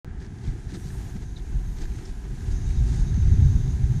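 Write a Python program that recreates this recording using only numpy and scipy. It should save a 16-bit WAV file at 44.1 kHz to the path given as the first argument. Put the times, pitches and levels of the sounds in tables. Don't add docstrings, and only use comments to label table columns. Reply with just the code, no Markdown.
import sys
import numpy as np
from scipy import signal
from scipy.fft import rfft, irfft, next_fast_len
from scipy.io import wavfile
from scipy.ndimage import uniform_filter1d, map_coordinates

SR = 44100
rng = np.random.default_rng(int(sys.argv[2]) if len(sys.argv) > 2 else 0)


def field_ratio(decibels):
    return 10 ** (np.asarray(decibels, dtype=float) / 20)


def materialize(psi):
    bounded = np.clip(np.atleast_2d(psi).T, -1, 1)
    quanta = np.round(bounded * 32767).astype(np.int16)
    wavfile.write(sys.argv[1], SR, quanta)


N = 176400
SPIN_UP_S = 0.21

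# pitch_hz [Hz], width_hz [Hz], level_db [dB]
RIG_MODES = [(377.6, 40, 4), (759, 91, -4), (865, 66, -3), (978, 216, -10), (1276, 260, -11),
             (1606, 160, -4.5), (2040, 640, -13)]
# pitch_hz [Hz], density_db [dB per Hz]
AIR_SPECTRUM = [(6000, -48), (8000, -14), (10500, -10), (12500, -13), (14000, -17), (15600, -21)]


def unit(x):
    return x / np.sqrt(np.mean(x ** 2) + 1e-20)


def curve(rows):
    return np.interp(np.arange(N) / SR, *np.transpose(rows))


def wobble(rate):
    knot = np.arange(N) * min(rate, 200) / SR
    return map_coordinates(rng.standard_normal(1000), [knot])


def filtered(x, response):
    m = next_fast_len(N + SR // 4)
    spectrum = rfft(x, m) * response(np.fft.rfftfreq(m, 1 / SR))
    return irfft(spectrum, m)[..., :N]


def colour(points):
    f, v = np.transpose(points)
    return lambda hz: field_ratio(np.interp(np.log(hz + 1), np.log(f), v, left=-120, right=-120))


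def rings(modes):
    def response(f):
        total = 0
        for k, (centre, width, db) in enumerate(modes):
            resonance = 1j * f * width / (centre * centre - f * f + 1j * f * width)
            total = total + (-1) ** k * field_ratio(db) * resonance
        return total
    return response


def low_pass(corner_hz, order):
    return lambda f: 1 / (1 + (f / corner_hz) ** order)


def rig_response(f):
    return rings(RIG_MODES)(f) * low_pass(2600, 4)(f)


def patchy(patchy_db):
    z = signal.stft(rng.standard_normal(N + 512), nperseg=512)[2]
    field = uniform_filter1d(rng.standard_normal(z.shape), 6, 0)
    field = uniform_filter1d(field, 10, 1)
    return unit(signal.istft(z * field_ratio(patchy_db * unit(field)), nperseg=512)[1][:N])


def grit():
    grains_per_s, size_spread_db = 2500, 3
    hit = rng.random(N) < grains_per_s / SR
    sign = np.sign(rng.standard_normal(N))
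    return unit(hit * sign * field_ratio(size_spread_db * rng.standard_normal(N)))


def swell(middle_s, length_s):
    phase = (np.arange(N) / SR - middle_s) / length_s / 2.55
    return np.cos(np.pi * np.clip(phase, -.5, .5)) ** 2


def rolling():
    # time_s [s], level_db [dB]
    roll = [
        (0.05, -52),
        (0.31, -55),
        (0.73, -51.5),
        (0.91, -52.5),
        (1.58, -53),
        (2.01, -54.5),
        (3.26, -50),
        (4.0, -52),
    ]
    # pitch_hz [Hz], density_db [dB per Hz]
    drone_spectrum = [(59, -6), (100, -2), (135, 0), (161, 0), (194, -4.5), (376, -11.5), (520, -29),
                      (680, -71), (1140, -120)]
    # pitch_hz [Hz], density_db [dB per Hz]
    hiss_spectrum = [(1500, 0.5), (3000, 2.5), (3750, 3), (5000, 1), (6600, 5), (8000, -2), (10500, -5.5),
                     (13000, -42)]
    t = np.arange(N) / SR
    roll_db = curve(roll)
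    grain_share = .3
    grains = np.sqrt(grain_share) * grit()

    def drive():
        return grains + np.sqrt(1 - grain_share) * patchy(patchy_db=0.5)

    rig = unit(filtered(drive(), rig_response))
    drone = field_ratio(10.5) * unit(filtered(patchy(patchy_db=1.0), colour(drone_spectrum)))

    spin_db = -16 * np.exp(-t / SPIN_UP_S)
    hiss = unit(filtered(drive(), colour(hiss_spectrum)))
    dull = filtered(hiss, low_pass(4000, 6))
    hiss_gain = field_ratio(-5.5 + 0.9 * wobble(5.92))
    hiss = hiss_gain * (field_ratio(spin_db / 2) * dull + field_ratio(spin_db) * (hiss - dull))

    air_db = -18.5 - 26 * np.exp(-t / .3)
    air = field_ratio(air_db) * unit(filtered(patchy(patchy_db=.7), colour(AIR_SPECTRUM)))
    air = air * field_ratio(roll_db.mean() - roll_db)
    return field_ratio(roll_db + 1.56 * wobble(5.625)) * (rig + drone + hiss + air)


def bearings():
    # time_s [s], level_db [dB]
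    load = [(.74, -80), (.85, -53), (.95, -76), (1.28, -57), (1.47, -61), (1.75, -56.5), (2, -56.5),
            (2.2, -71), (2.51, -80), (2.54, -52.5), (2.78, -51.5), (2.85, -54), (3.09, -51), (3.12, -56),
            (3.15, -51.5), (3.72, -52.5), (3.8, -56.5), (4, -53)]
    # pitch_hz [Hz], width_hz [Hz], level_db [dB]
    races = [(3770, 160, -4), (4800, 900, -14), (6250, 360, 0), (6850, 500, -7)]
    load_db = curve(load)
    peak_db = load_db.max()
    level_db = peak_db + 1.54 * (load_db - peak_db) - 3 + 0.5 * wobble(24.73)
    fade = np.clip(np.arange(N) / SR / SPIN_UP_S, 0, 1) ** 2
    hiss = filtered(patchy(patchy_db=2.0), lambda f: rings(races)(f) * low_pass(8000, 8)(f) * f / (f + 3000))
    return fade * field_ratio(level_db) * unit(hiss)


def scuffs():
    # middle_s [s], length_s [s], level_db [dB], brightness_db [dB on the bright part
    drags = [(0.234, 0.047, -59, -0.5), (0.47, 0.073, -57, -1), (0.706, 0.025, -55, -0.5),
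             (0.75, 0.024, -49.5, -0.5), (0.875, 0.057, -61, 5), (1.006, 0.12, -64, 2),
             (1.163, 0.016, -57.5, -2), (1.229, 0.023, -58.5, -1.5), (1.378, 0.015, -56.5, 0),
             (1.785, 0.035, -58.5, -0.5), (1.819, .008, -57, 5), (1.828, 0.037, -53, -0.5),
             (1.889, 0.032, -63.5, -2), (1.994, 0.11, -59.5, -2), (2.062, 0.024, -66, 5),
             (2.098, 0.033, -60.5, 1), (2.254, 0.017, -66.5, -4.5), (2.524, 0.026, -62, 7),
             (2.7, 0.12, -58, -0.5), (2.886, 0.025, -60, 4.5), (2.959, 0.092, -53, 1.5),
             (3.32, 0.28, -62, -2.5), (3.51, 0.069, -65, 2)]
    # pitch_hz [Hz], density_db [dB per Hz]
    rub_spectrum = [(200, 21), (400, 16.5), (700, -16), (2000, 0), (3000, 1.5), (4500, 5.5), (6500, 4),
                    (9000, -3.5), (15000, -40)]
    friction = patchy(patchy_db=.7) * field_ratio(2.5 * wobble(150)) + .5 * grit()
    rub = filtered(friction, colour(rub_spectrum))
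    rub = rub / np.std(filtered(rub, lambda f: f > 600))
    rub_low = filtered(rub, low_pass(3000, 4))
    bright = rub - rub_low
    rig_db = 1
    dull = rub_low + field_ratio(rig_db) * unit(filtered(friction, rig_response))
    out = np.zeros(N)
    for middle_s, length_s, db, tilt_db in drags:
        burst = field_ratio(-3 * tilt_db) * dull + field_ratio(tilt_db) * bright
        out += swell(middle_s, length_s) * field_ratio(db) * burst
    return out


def ticks():
    # time_s [s], crack_db [dB], ring_db [dB]
    stones = [(0.1807, -47, -58), (0.2034, -41, -58), (0.2104, -44, -60), (0.2166, -46, -51),
              (0.222, -41, -56), (0.2268, -44, -58), (0.233, -45, -55), (0.248, -43, -51),
              (0.265, -39, -55), (0.386, -43, -64), (0.4608, -46, -55), (0.4754, -37, -51),
              (0.7044, -37, -55), (0.711, -38, -57), (0.721, -38, -51), (0.744, -42, -50),
              (0.7484, -45, -52), (0.7684, -39, -51), (0.7983, -34, -54), (0.8704, -42, -53),
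              (0.9044, -44, -49), (1.3653, -42, -62), (1.7874, -43, -53), (1.812, -36, -52),
              (1.8177, -44, -49), (1.855, -41, -46), (2.0552, -38, -56), (2.2428, -44, -52),
              (2.4085, -37, -55), (3.1438, -36, -53)]
    # pitch_hz [Hz], width_hz [Hz], level_db [dB]
    ring_modes = [(1730, 153, 0)]
    # pitch_hz [Hz], width_hz [Hz], level_db [dB]
    crack_modes = [(4300, 2500, 0), (6700, 1800, -1)]
    s, crack_db, ring_db = np.transpose(stones)
    at = np.round(s * SR).astype(int)
    step = np.arange(132)
    puff = rng.standard_normal((len(s), 132)) * np.exp(-step / SR / .0007)
    cracks, blows = np.zeros(N), np.zeros(N)
    np.add.at(cracks, at[:, None] + step, field_ratio(crack_db)[:, None] * puff)
    blows[at] = field_ratio(ring_db + 2.5) * SR / 400
    ringing = filtered(blows, lambda f: rings(ring_modes)(f) * f / (f + 900))
    return filtered(cracks, rings(crack_modes)) + ringing


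def squeaks():
    # middle_s [s], length_s [s], pitch_hz [Hz], level_db [dB]
    slips = [
        (.82, .03, 5900, -60),
        (1.093, .014, 6650, -55),
        (1.369, .011, 3800, -46),
        (1.395, .008, 3650, -55),
        (1.378, .004, 4600, -58),
        (1.82, .006, 6500, -50),
        (1.855, .004, 7100, -52),
        (2.058, .008, 5300, -50),
        (2.708, .008, 2300, -53),
    ]
    t = np.arange(N) / SR
    rough = 1 + .55 * unit(filtered(rng.standard_normal(N), lambda f: f < 500))
    sag = .08
    tones = np.zeros(N)
    for middle_s, length_s, hz, db in slips:
        u = t - middle_s
        bend = 1 - sag * np.clip(u / length_s, -1, 1) / 2
        tones += field_ratio(db) * swell(middle_s, length_s) * np.sin(2 * np.pi * hz * u * bend)
    return rough * tones


def sprays():
    # middle_s [s], length_s [s], level_db [dB]
    swishes = [
        (0.79, .06, -60.5),
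        (0.924, 0.13, -62.5),
        (1.72, 0.066, -66),
        (1.967, 0.13, -67),
        (2.7, .045, -61.5),
        (2.936, 0.071, -67),
    ]
    # pitch_hz [Hz], width_hz [Hz], level_db [dB]
    dust_band = [(8350, 3200, 0)]
    dust = unit(filtered(patchy(patchy_db=1), lambda f: rings(dust_band)(f) ** 2))
    return dust * sum(field_ratio(db) * swell(s, length) for s, length, db in swishes)


def whirrs():
    # middle_s [s], length_s [s], level_db [dB]
    lifts = [
        (.97, .26, -71),
        (1.78, .24, -72),
        (3.48, .22, -73),
        (4, .12, -72),
    ]
    # pitch_hz [Hz], width_hz [Hz], level_db [dB]
    whirr_band = [(12100, 1400, 0)]
    spray_db = [
        3,
        -2,
        -8,
        -9,
    ]
    hiss = unit(filtered(patchy(patchy_db=1), lambda f: rings(whirr_band)(f) ** 3))
    spray = unit(filtered(patchy(patchy_db=1), colour(AIR_SPECTRUM)))
    out = np.zeros(N)
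    for (middle_s, length_s, db), air_db in zip(lifts, spray_db):
        out += field_ratio(db) * swell(middle_s, length_s) ** .7 * (hiss + field_ratio(air_db) * spray)
    return out


def wind():
    # time_s [s], strength_db [dB], sharpness_db [dB]
    gusts = [(0.05, -33, -5), (0.46, -36.5, 6.5), (0.479, -18, -3.5), (0.64, -38.5, -3), (0.67, -32.5, 4.5),
             (1.5, -30.5, -4), (1.55, -25, -3), (1.8, -31, -1), (2.25, -32, -6), (2.83, -17.5, -2.5),
             (2.94, -21.5, 0), (3.45, -14, 1), (3.5, -17.5, 3.5), (3.76, -25, 4.5), (3.83, -19, -2.5),
             (4.0, -20, 4)]
    # pitch_hz [Hz], density_db [dB per Hz]
    buffet_spectrum = [(8.8, -56), (15, -9.5), (49, 0), (124, -9.5), (266, -27), (336, -53), (378, -33),
                       (445, -76), (500, -52), (650, -87), (1100, -120)]
    s, strength_db, sharp_db = np.transpose(gusts)
    lumps = field_ratio(0.5 * wobble(17))
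    buffet = filtered(patchy(patchy_db=0.5), colour(buffet_spectrum))
    slow = filtered(buffet, low_pass(55, 4))
    tilt = field_ratio(curve(np.c_[s, sharp_db]))
    flapping = unit(lumps * (slow / tilt + (buffet - slow) * tilt))
    return field_ratio(curve(np.c_[s, strength_db]) - 2) * flapping


def thumps():
    # time_s [s], level_db [dB], pitch_hz [Hz]
    knocks = [(0.077, -26.5, 145.0), (0.102, -20.5, 96), (0.321, -24.5, 247), (0.42, -20, 103.0),
              (0.473, -15.5, 129), (0.531, -27, 313), (0.559, -25, 334), (0.723, -20, 303),
              (0.744, -22.5, 196), (0.77, -19.5, 325), (0.854, -13.5, 137), (1.153, -15, 190.8),
              (1.536, -8.5, 44.8), (1.613, -17.5, 111.4), (1.723, -16, 30.0), (1.801, -10.5, 28.5),
              (1.814, -19.5, 316), (1.849, -27.5, 340), (1.89, -13, 55), (1.906, -20.5, 181),
              (1.966, -16.5, 110.3), (2.074, -15, 30.0), (2.237, -24.5, 143), (2.328, -23.5, 151),
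              (2.42, -11.5, 61.4), (2.475, -8.5, 86.7), (2.599, -19, 44.7), (2.628, -18, 98),
              (2.648, -8.5, 42.6), (2.69, -10.5, 82.4), (2.724, -15.5, 129), (2.816, -0.5, 53),
              (2.927, -10, 129), (2.958, -14, 123), (3.001, -10.5, 29.3), (3.063, -8.5, 112),
              (3.137, -8, 79.6), (3.173, -10, 185), (3.196, -4, 85.6), (3.26, -1, 47.2),
              (3.269, -11, 126.5), (3.306, -4.7, 66), (3.385, 2.7, 92.6), (3.426, 0, 52.3),
              (3.538, -9.5, 29.7), (3.6, -15, 28.2), (3.655, -10.5, 138), (3.674, -11, 106),
              (3.79, -8, 124.6), (3.833, -3, 69), (3.901, -3.5, 111), (3.956, -10, 145.0)]
    decay_cycles = 3.5
    out = np.zeros(N)
    for s, db, hz in knocks:
        cycles = np.clip(np.arange(N) / SR - s, 0, None) * hz
        envelope = cycles * np.exp(-cycles * 4 / decay_cycles)
        out += field_ratio(db - 2.0) * envelope * np.sin(2 * np.pi * cycles)
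    return out


def whine():
    # pitch_hz [Hz], level_db [dB rms]
    tones = [(1000, -72), (7000, -79), (14625, -103)]
    t = np.arange(N) / SR
    hum = sum(field_ratio(db + 5.5) * np.sin(2 * np.pi * hz * t) for hz, db in tones)
    return hum * np.clip(t / 1.8, 0, 1)


def housing(f):
    # pitch_hz [Hz], width_hz [Hz], depth [0-1]
    dips = [(556, 32.4, 0.8), (1134, 23.3, 0.47), (801, 20, 0.5), (447.6, 6.5, 1)]
    # pitch_hz [Hz], width_hz [Hz], level_db [dB]
    mount = (132, 14, 3.4)
    mount_hz, mount_width_hz, mount_db = mount
    gain = 1 + (field_ratio(mount_db) - 1) * np.exp(-((f - mount_hz) / mount_width_hz) ** 2)
    for hz, width, depth in dips:
        gain = gain * (1 - np.clip(depth, 0, .9) * np.exp(-((f - hz) / width) ** 2))
    return gain


def ragged(x):
    # time_s [s], edge_hz [Hz]
    edge = [(.05, 10800), (.13, 12700), (.2, 13200), (.3, 13000), (.34, 14050), (.71, 14100), (.74, 14650),
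            (.92, 15100), (4, 15050)]
    wander_hz, dropout_hz = 160, 1100
    hz, t, z = signal.stft(x, SR, nperseg=1024)
    wander = np.interp(t, np.arange(120) / 25, rng.standard_normal(120))
    edge_hz = np.interp(t, *np.transpose(edge)) + wander_hz * wander
    luck = uniform_filter1d(rng.standard_normal(z.shape[1:]), 3, 0)
    luck = unit(uniform_filter1d(luck, 4, 1))
    room_hz = np.minimum(edge_hz, 15220) - hz[:, None]
    keep = room_hz > dropout_hz * np.clip(luck - .2, 0, None)
    return signal.istft(z * np.maximum(keep, .003), SR, nperseg=1024)[1][:, :N]


def scene():
    skates = rolling() + bearings() + scuffs() + ticks() + squeaks() + sprays() + whirrs()
    return (skates + wind() + thumps() + whine())[None]


def band_limit(x):
    return signal.sosfilt(signal.butter(12, 16070, fs=SR, output="sos"), x)


def record(dry):
    start_s = .0464
    mix = ragged(filtered(dry, housing)) * (np.arange(N) >= start_s * SR)
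    return band_limit(mix)


dry = scene()
out = record(dry)
materialize(out)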